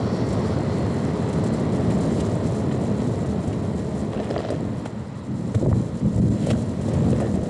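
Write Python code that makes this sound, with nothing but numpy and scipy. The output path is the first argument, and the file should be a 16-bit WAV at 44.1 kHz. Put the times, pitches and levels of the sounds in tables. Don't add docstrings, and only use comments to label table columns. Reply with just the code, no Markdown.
import sys
import numpy as np
from scipy import signal
from scipy.fft import rfft, irfft
from scipy.io import wavfile
from scipy.ndimage import uniform_filter1d, minimum_filter1d, map_coordinates

SR = 44100
rng = np.random.default_rng(int(sys.argv[2]) if len(sys.argv) > 2 else 0)


def store_wav(level_fs):
    pcm = np.round(np.clip(np.atleast_2d(level_fs), -1, 1) * 32767)
    wavfile.write(sys.argv[1], SR, pcm.T.astype(np.int16))


N = 330309

# frequency in Hz, level in dB.
DECK_SPECTRUM = [(20, -36), (35, -54), (50, -22), (75, -6.5), (110, -2.5), (160, -3), (220, -3.5),
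                 (300, -10), (420, -23), (800, -56), (2000, -96)]
GRIT_SPECTRUM = [(1500, -26), (3000, -2.5), (4000, 2.5), (5500, -1), (7500, 1.5), (9700, -3.5),
                 (10600, -8.5), (11500, -18.5), (13000, -27), (15000, -46)]
CRUNCH_SPECTRUM = [(300, -26), (900, 4.5), (2000, 6.5), (3000, 8.5), (4500, 0.5), (6500, -25), (10000, -37),
                   (14000, -75)]
# time in seconds, share on the far side from 0 to 1.
WEIGHT_SHIFT = [(4.3, 0.11), (5.2, 0.9)]
# frequency in Hz, width in Hz, lift in dB.
SHIFTED_AXLE_MODES = [(487, 134, 6.8), (622, 140, 5.1)]
# start in seconds, length in seconds, crackle, growl and rasp in dB.
SLIPS = [(4.114, 0.287, -46.5, -35.5, -57), (4.41, 0.14, -46, -34.5, -57), (6.9, 0.3, -51, -34, -57),
         (7.197, 0.074, -53, -29.5, -47), (7.33, 0.16, -54, -33, -68)]
SLIP_ATTACK_S, SLIP_RELEASE_S = 0.013, 0.024


def amp(db):
    return 10 ** (np.asarray(db) / 20)


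def unit(x):
    return x / np.sqrt(np.mean(x ** 2) + 1e-20)


def even(x, span_s):
    width = max(int(span_s * SR), 2)
    power = uniform_filter1d(uniform_filter1d(x ** 2, width), width)
    return x / np.sqrt(np.abs(power) + 1e-20)


def along(points, hz):
    knots_hz, values = np.transpose(points)
    return np.interp(np.log(hz + 1), np.log(knots_hz + 1), values)


def curves(rows):
    times_s, *columns = np.transpose(rows)
    return [np.interp(np.arange(N) / SR, times_s, column) for column in columns]


def swells(rows, attack_s, release_s):
    gains = 0
    for start_s, length_s, *levels_db in rows:
        t = np.arange(N) / SR - start_s
        envelope = np.clip(t / attack_s, 0, 1) * np.exp(-np.maximum(t - length_s, 0) / release_s)
        gains = gains + amp(levels_db)[:, None] * envelope
    return gains


def wobble(rate_hz):
    knots = rng.standard_normal(int(N * rate_hz / SR) + 4)
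    return map_coordinates(knots, [np.arange(N) * rate_hz / SR])


def response(spectrum, modes=None, size=8192):
    # frequency in Hz, width in Hz, lift in dB.
    board_modes = [(108, 52, 3), (209.8, 34, 4), (1920, 244, 6), (3200, 290, 2), (4040, 220, 5),
                   (5450, 200, 1.5), (7330, 190, 7)]
    if modes is None:
        modes = board_modes
    hz = np.fft.rfftfreq(size, 1 / SR)
    lift_db = sum(db / (1 + (2 * (hz - mode_hz) / width_hz) ** 2) for mode_hz, width_hz, db in modes)
    cepstrum = irfft(np.log(amp(along(spectrum, hz) + lift_db)))
    cepstrum[1:size // 2] *= 2
    cepstrum[size // 2 + 1:] = 0
    return irfft(np.exp(rfft(cepstrum)))[:size // 2]


def ring(force, body):
    return signal.fftconvolve(force, body)[:len(force)]


def add(track, start_s, sound):
    part = track[max(round(start_s * SR), 0):][:len(sound)]
    part += sound[:len(part)]


def stones(rate_hz, spread_db):
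    contacts = rng.random(N) < rate_hz / SR
    return contacts * np.sign(rng.standard_normal(N)) * amp(spread_db * rng.standard_normal(N))


def grains(rate_hz, low_hz, high_hz, swell_s, spread_db, size=240):
    when, pitch, chance = rng.random((int(rate_hz * N / SR), 3)).T
    t = np.arange(size) / SR
    hz = low_hz + (high_hz - low_hz) * pitch
    strength = amp(spread_db * np.minimum(-np.log(1 - chance), 2 * np.pi))
    envelope = (t / swell_s * np.exp(-t / swell_s)) ** 2
    pings = strength[:, None] * np.sin(2 * np.pi * hz[:, None] * t) * envelope
    samples = (when * N).astype(int)[:, None] + np.arange(size)
    return np.bincount(samples.ravel(), pings.ravel(), N)[:N]


def blow(body, t60_s, rise_s=0.00041, hard=0, size=4096):
    t = np.arange(size) / SR
    force = rng.standard_normal(size) * np.exp(-np.log(1000) * t / t60_s) * (1 - np.exp(-t / rise_s))
    force[0] = hard * np.linalg.norm(force)
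    sound = ring(force, body)
    return sound / np.abs(sound).max()


def tram():
    # time in seconds, level in dB.
    fade = [(0, -45), (.9, -47.5), (1.45, -51), (2.2, -52), (3.5, -90)]
    # frequency in Hz, level in dB.
    rail_spectrum = [(500, -14), (1050, 11), (1600, -0.5), (2200, -24), (2700, -22), (3400, -8),
                     (4700, -5.5), (6400, -13), (10000, -50), (14000, -65)]
    # start and end in seconds, frequency and width in Hz, level in dB.
    wheel_tones = [(-.15, .55, 5500, 300, -55.5), (-.15, 0.47, 4450, 550, -53.5),
                   (.3, 1.15, 4280, 200, -55.5), (1.05, 1.8, 4200, 200, -60), (-.7, 2.2, 1980, 240, -54.5)]
    hiss_gain = amp(curves(fade)[0] + 3.3 * wobble(14.27))
    out = hiss_gain * unit(ring(rng.standard_normal(N), response(rail_spectrum, modes=[])))
    for start_s, end_s, hz, width_hz, db in wheel_tones:
        swell = np.sin(np.pi * np.clip((np.arange(N) / SR - start_s) / (end_s - start_s), 0, 1))
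        mode = signal.butter(2, [hz - width_hz / 2, hz + width_hz / 2], "band", fs=SR, output="sos")
        out += amp(db + 0.83 * wobble(11.9)) * swell * unit(signal.sosfilt(mode, rng.standard_normal(N)))
    return out


def roof(x):
    # frequency in Hz, T60 in seconds.
    decay_times = [(100, 1.9), (1500, 3.6), (10000, 0.14)]
    hz, t, noise = signal.stft(rng.standard_normal(SR), SR, nperseg=256)
    decay = amp(-60 * t / along(decay_times, hz)[:, None])
    tail = signal.istft(noise * decay, SR, nperseg=256)[1]
    return ring(x, tail / np.linalg.norm(tail))


def sand_streaks():
    # peak time in seconds, build-up in seconds, hiss in dB, crunch in dB.
    streaks = [(2.212, .1, -45, -49), (6.515, 0.11, -48, -43)]
    fall_s = 0.0047
    out = np.zeros(N)
    hiss = unit(ring(stones(rate_hz=3100, spread_db=0.5), response(GRIT_SPECTRUM)))
    crunch = unit(ring(stones(rate_hz=3100, spread_db=0.5), response(CRUNCH_SPECTRUM)))
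    for peak_s, build_s, hiss_db, crunch_db in streaks:
        t = np.arange(N) / SR - peak_s
        envelope = np.exp(np.minimum(t / build_s, -t / fall_s))
        out += envelope * (amp(hiss_db) * hiss + amp(crunch_db) * crunch)
    return out


def crunches():
    # start in seconds, crunch in dB, crackle in dB.
    bursts = [(0.325, -37, -35), (1.287, -48, -39), (1.326, -41, -35.5), (1.4354, -46, -36),
              (1.459, -39, -37), (1.536, -52, -40), (1.594, -48, -38), (1.7565, -48, -39.5),
              (1.9003, -35, -38), (2.006, -51, -35.5), (2.2001, -30, -33), (2.4633, -50, -37),
              (2.545, -50, -42), (2.71, -33.5, -48), (2.848, -48, -44), (2.997, -36, -51),
              (3.0675, -45, -39), (3.258, -54, -40), (3.473, -47, -38), (3.526, -35, -43),
              (4.502, -42, -37), (4.853, -33.5, -37.5), (5.545, -31, -34), (6.319, -52, -46),
              (6.463, -36, -32), (6.5, -23, -27), (6.508, -22.5, -26), (6.617, -48, -39), (6.81, -42, -40),
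              (6.882, -40, -38), (6.932, -48, -36), (7.1137, -40, -42), (7.2, -39, -34), (7.43, -46, -39)]
    # frequency in Hz, level in dB.
    crackle_spectrum = [(2500, -23), (5500, 0), (8000, 2), (10000, -3), (11000, -15), (12500, -25),
                        (14000, -41)]
    out, dull, bright = np.zeros(N), response(CRUNCH_SPECTRUM), response(crackle_spectrum)
    for start_s, crunch_db, crackle_db in bursts:
        add(out, start_s, amp(crunch_db) * blow(dull, t60_s=0.056, rise_s=0.0051))
        add(out, start_s, amp(crackle_db) * blow(bright, t60_s=0.05, rise_s=0.008))
    return out


def flicks():
    # start in seconds, level in dB, pitch in Hz.
    ticks = [(4.147, -31, 2000), (4.174, -34, 2700), (4.228, -35, 3300), (4.239, -34, 2500),
             (4.256, -37, 3500), (4.272, -34, 2500), (4.419, -35, 3200), (4.442, -33, 3600),
             (4.493, -31, 4400), (4.543, -37, 2200), (4.551, -39, 2000), (6.534, -30, 1200),
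             (6.552, -35, 1300), (7.131, -30, 1200), (7.27, -34, 1700)]
    # frequency in Hz, level in dB.
    tick_spectrum = [(300, -27), (1200, 8), (4500, -3), (7000, -20), (13000, -45)]
    width_hz, lift_db = 1000, 12
    out = np.zeros(N)
    for start_s, db, hz in ticks:
        stone = response(tick_spectrum, [(hz, width_hz, lift_db)])
        add(out, start_s, amp(db) * blow(stone, t60_s=0.0061, hard=0.7))
    return out


def axle(force):
    # frequency in Hz, level in dB.
    wheel_spectrum = [(120, -27), (250, 0), (340, 1.5), (480, -2), (680, -6), (780, -11), (1050, -28),
                      (1400, -29.5), (2200, -31), (5000, -73)]
    # frequency in Hz, width in Hz, lift in dB.
    initial_modes = [(420, 43, 6.5), (646, 110, 3.5)]
    lean, = curves(WEIGHT_SHIFT)
    before = ring(force, response(wheel_spectrum, initial_modes))
    after = ring(force, response(wheel_spectrum, SHIFTED_AXLE_MODES))
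    return (1 - lean) * before + lean * after


def scrub():
    # frequency in Hz, level in dB.
    catch_spectrum = [(200, -5), (400, 7), (660, 15), (850, -7), (1300, -1), (1750, -2), (2500, 2),
                      (3200, 0), (4000, -6), (4900, -9), (6000, -9), (12000, -52)]
    rasp_spectrum = [(600, -16), (1100, 2), (1300, -11), (1550, -2), (1850, 10), (2000, -8), (2200, -15),
                     (2700, -10), (3200, -41), (10000, -74)]
    crackle_gain, growl_gain, rasp_gain = swells(SLIPS, SLIP_ATTACK_S, SLIP_RELEASE_S)
    catches = stones(rate_hz=600, spread_db=3) * amp(3 * wobble(120))
    crackle = ring(catches, response(catch_spectrum))
    growl = axle(stones(rate_hz=980, spread_db=2.5))
    rasp = ring(stones(rate_hz=700, spread_db=3), response(rasp_spectrum, modes=[]))
    return (crackle_gain * even(crackle, span_s=0.16)
            + growl_gain * even(growl, span_s=0.021)
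            + rasp_gain * even(rasp, span_s=0.021))


def strike(spectrum, t60_s, hard):
    shift = 1 + 0.038 * np.clip(rng.standard_normal(), -2, 2)
    return blow(response([(hz * shift, db) for hz, db in spectrum]), t60_s, hard=hard)


def clacks():
    # start in seconds, clack in dB, clack pitch in Hz, snap in dB, click in dB, cutoff in Hz.
    contacts = [(4.133, -34, 600, -27, -21, 3900), (4.163, -23, 500, -34, -35, 4000),
                (4.179, -29, 700, -30, -33, 3500), (4.2, -16, 650, -28, -26, 4200),
                (4.304, -19, 480, -32, -27, 6000), (4.31, -15, 695, -28, -24, 6000),
                (4.341, -19, 600, -38, -29, 6000), (4.3625, -14, 620, -18, -35, 2600),
                (4.379, -26, 420, -31, -21, 5200), (4.39, -18, 380, -28, -29, 4600),
                (4.404, -18, 554, -26, -27, 6000), (4.449, -20, 720, -29, -26, 5400),
                (4.475, -35, 655, -36, -29, 3800), (4.487, -26, 800, -30, -27, 6000),
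                (4.5035, -12.5, 590, -26, -23.5, 9000), (4.526, -21, 640, -38, -38, 3000),
                (4.858, -19.5, 500, -22, -31, 3800), (5.545, -31, 380, -28, -38, 4000),
                (5.551, -17, 340, -35, -42, 3000), (5.661, -13, 620, -34, -55, 1200),
                (5.715, -16, 660, -34, -55, 1200), (5.728, -21, 630, -13, -42, 1750),
                (6.47, -15, 510, -44, -48, 3000), (6.505, -15, 475, -33, -31, 9000),
                (6.511, -9, 490, -22, -27, 9000), (7.202, -17, 595, -26, -42, 5000),
                (7.211, -22, 600, -30, -45, 2220), (7.222, -16, 600, -40, -55, 1500),
                (7.233, -23, 620, -33, -50, 2000)]
    # frequency in Hz, level in dB.
    clack_spectrum = [(100, -20), (300, 5), (520, 2), (700, 5), (880, -11), (1100, -19), (1800, -22),
                      (5000, -61), (12000, -91)]
    snap_spectrum = [(300, -30), (800, 8.5), (1250, 0), (1650, -6), (1950, -10.5), (2400, -13), (5000, -35),
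                     (12000, -73)]
    click_spectrum = [(800, -5), (2000, -11), (3200, -1.5), (4100, -6), (5000, -1), (6200, -14), (9500, -8),
                      (12500, -41)]
    width_hz, lift_db = 140, 7
    out = np.zeros(N)
    for start_s, clack_db, clack_hz, snap_db, click_db, cutoff_hz in contacts:
        body = response(clack_spectrum, [(clack_hz, width_hz, lift_db)])
        add(out, start_s, amp(clack_db) * blow(body, t60_s=0.04, hard=1.7))
        snap = amp(snap_db) * strike(snap_spectrum, t60_s=0.01, hard=1.0)
        click = amp(click_db) * strike(click_spectrum, t60_s=0.013, hard=0.81)
        lowpass = signal.butter(6, cutoff_hz, fs=SR, output="sos")
        add(out, start_s, signal.sosfilt(lowpass, snap + click))
    return out


def rough_patches():
    # start in seconds, length in seconds, boom in dB, judder in dB.
    patches = [(2.9, 0.17, -26, -52), (5.23, 0.293, -29, -53), (5.6, 0.068, -34, -31),
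               (5.75, 0.054, -22, -35), (6.0, 0.083, -21, -37), (6.153, 0.2, -18, -36),
               (6.51, 0.068, -24.5, -44), (6.913, 0.24, -21.5, -38)]
    # frequency in Hz, level in dB.
    judder_spectrum = [(120, -23), (290, 5), (420, 2.5), (580, -5.5), (1000, -34), (3000, -62),
                       (12000, -110)]
    boom_gain, judder_gain = swells(patches, attack_s=0.069, release_s=0.014)
    boom = ring(stones(rate_hz=1200, spread_db=4.0), response(DECK_SPECTRUM))
    judder = ring(stones(rate_hz=1100, spread_db=1.5), response(judder_spectrum))
    return boom_gain * even(boom, span_s=0.12) + judder_gain * even(judder, span_s=0.035)


def bumps():
    # start in seconds, thump in dB, knock in dB.
    drops = [(1.797, -19, -17), (2.884, -19, -21), (2.914, -27, -19.5), (3.073, -14, -24),
             (3.229, -19, -20.5), (3.328, -28, -29), (3.475, -15, -24), (4.163, -13, -27),
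             (4.187, -17, -30), (4.265, -25, -26), (4.384, -19, -21), (4.522, -36, -16.5),
             (4.652, -26, -19), (5.547, -16.5, -16.5), (5.555, -6.5, -19), (5.614, -15, -15.5),
             (5.627, -17, -14), (5.632, -15, -13), (5.647, -32, -22), (5.661, -13, -12), (5.669, -5, -12),
             (5.682, -4, -13), (5.717, -7, -30), (5.728, -5, -37), (5.764, -12, -28), (5.804, -21, -31),
             (6.026, -14, -32), (6.055, -11, -27), (6.157, -10, -30), (6.18, -15, -18), (6.198, -3, -24),
             (6.296, -7.5, -20), (6.486, -17, -16), (6.498, -19, -19), (6.516, -5, -14),
             (6.883, -28, -15.5), (6.935, -24, -19), (7.021, -14, -13), (7.066, -11, -17),
             (7.129, -19, -16.5), (7.34, -14, -20), (7.373, -14, -35), (7.39, -20, -23),
             (7.431, -13.5, -32)]
    # frequency in Hz, level in dB.
    thump_spectrum = [(25, -26), (60, -7.5), (110, -1), (220, -4), (400, -17.5), (1000, -47.5), (3000, -62),
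                      (12000, -120)]
    knock_spectrum = [(100, -20), (220, -3), (330, 6), (480, -4), (650, -9.5), (820, -21), (1100, -25),
                      (1500, -42), (4000, -67), (12000, -115)]
    out, deck, wheel = np.zeros(N), response(thump_spectrum), response(knock_spectrum, SHIFTED_AXLE_MODES)
    for start_s, thump_db, knock_db in drops:
        add(out, start_s, amp(thump_db) * blow(deck, t60_s=0.04, hard=0.56))
        add(out, start_s, amp(knock_db) * blow(wheel, t60_s=0.028, hard=1.0))
    return out


def grit_crackle():
    sand = unit(stones(rate_hz=8000, spread_db=3.0) * amp(0.8 * wobble(25)))
    cracks = grains(rate_hz=850, low_hz=4920, high_hz=11730, swell_s=0.00053, spread_db=0)
    cracks = unit(cracks * amp(0.97 * wobble(22)))
    pebbles = grains(rate_hz=110, low_hz=5500, high_hz=10500, swell_s=0.00009, spread_db=2.2)
    pebbles = unit(pebbles * amp(1.5 * wobble(30)))
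    return ring(sand + amp(-6) * cracks + amp(-8) * pebbles, response(GRIT_SPECTRUM))


def rolling_gains():
    # time in seconds, relative value in dB.
    speed = [(0, -1), (1.45, -0.5), (2.5, -2.5), (3.0, -3), (3.5, -5), (4.7, -6), (5.2, -8.5), (6.25, -8.5),
             (6.75, -7), (7.0, -3), (7.49, -9.5)]
    coarseness = [(0, 0), (.3, 1), (1.15, -0.5), (1.65, 1), (1.95, 3), (2.6, 1), (3.0, 0.5), (3.8, 0.5),
                  (4.65, -0.5), (5.07, -6.5), (5.33, -4), (5.5, 1), (5.8, 2), (5.98, -1), (6.3, 2.5),
                  (6.55, 5), (6.75, 0.5), (7.05, 4), (7.49, 2.5)]
    # base level in dB, dB per dB of speed, dB per dB of coarseness.
    deck_law = (-23.5, 0.5, 0.86)
    wheel_law = (-28, 0.78, 0.97)
    tread_law = (-38.5, 1, 0.042)
    grit_law = (-52.5, 0.28, 0.96)
    full_slip_db, slip_cut_db, lean_cut_db = -43, 6.5, 4
    speed_db, coarse_db, lean = curves(speed)[0], curves(coarseness)[0], curves(WEIGHT_SHIFT)[0]
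    deck, wheel, tread, grit = (amp(db + by_speed * speed_db + by_coarse * coarse_db)
                                for db, by_speed, by_coarse in (deck_law, wheel_law, tread_law, grit_law))
    crackle_gain = swells(SLIPS, SLIP_ATTACK_S, SLIP_RELEASE_S)[0]
    slip = np.minimum(crackle_gain / amp(full_slip_db), 1)
    return deck * amp(-slip_cut_db * slip ** 2), wheel * amp(-lean_cut_db * lean), tread, grit


def rolling():
    # frequency in Hz, level in dB.
    tread_spectrum = [(450, -24), (780, 3), (920, 6), (1200, 0.5), (1550, -6.5), (2500, -12.5), (3200, -14),
                      (4500, -17), (6000, -24.5), (14000, -94)]
    deck_gain, wheel_gain, tread_gain, grit_gain = rolling_gains()
    load = wobble(110)
    deck = ring(stones(rate_hz=2500, spread_db=1.0) * amp(0.25 * load), response(DECK_SPECTRUM))
    wheel = axle(stones(rate_hz=1500, spread_db=2) * amp(0.22 * load))
    tread = ring(stones(rate_hz=6000, spread_db=1.5) * amp(0.5 * load), response(tread_spectrum))
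    grit = grit_crackle()
    texture_db = 3.1 * np.tanh(wobble(28))
    return (deck_gain * amp(0.79 * wobble(15)) * even(deck, span_s=0.11)
            + wheel_gain * even(wheel, span_s=0.053)
            + tread_gain * even(tread, span_s=0.39)
            + grit_gain * amp(texture_db) * even(grit, span_s=0.12))


def scene():
    board = rolling() + rough_patches() + scrub() + sand_streaks()
    board += bumps() + clacks() + flicks() + crunches()
    return (board + amp(-20.5) * roof(board) + tram())[None]


def limiter(x, ceiling_db, hold_s):
    width = max(int(hold_s * SR), 2)
    needed = np.minimum(1, amp(ceiling_db) / (np.abs(x) + 1e-9))
    held = minimum_filter1d(needed, 2 * width)
    return x * uniform_filter1d(uniform_filter1d(held, width), width)


def record(dry):
    limited = limiter(dry, ceiling_db=-10.9, hold_s=0.004)
    return signal.sosfilt(signal.ellip(10, 0.1, 90, 13000, fs=SR, output="sos"), limited)


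dry = scene()
out = record(dry)
store_wav(out)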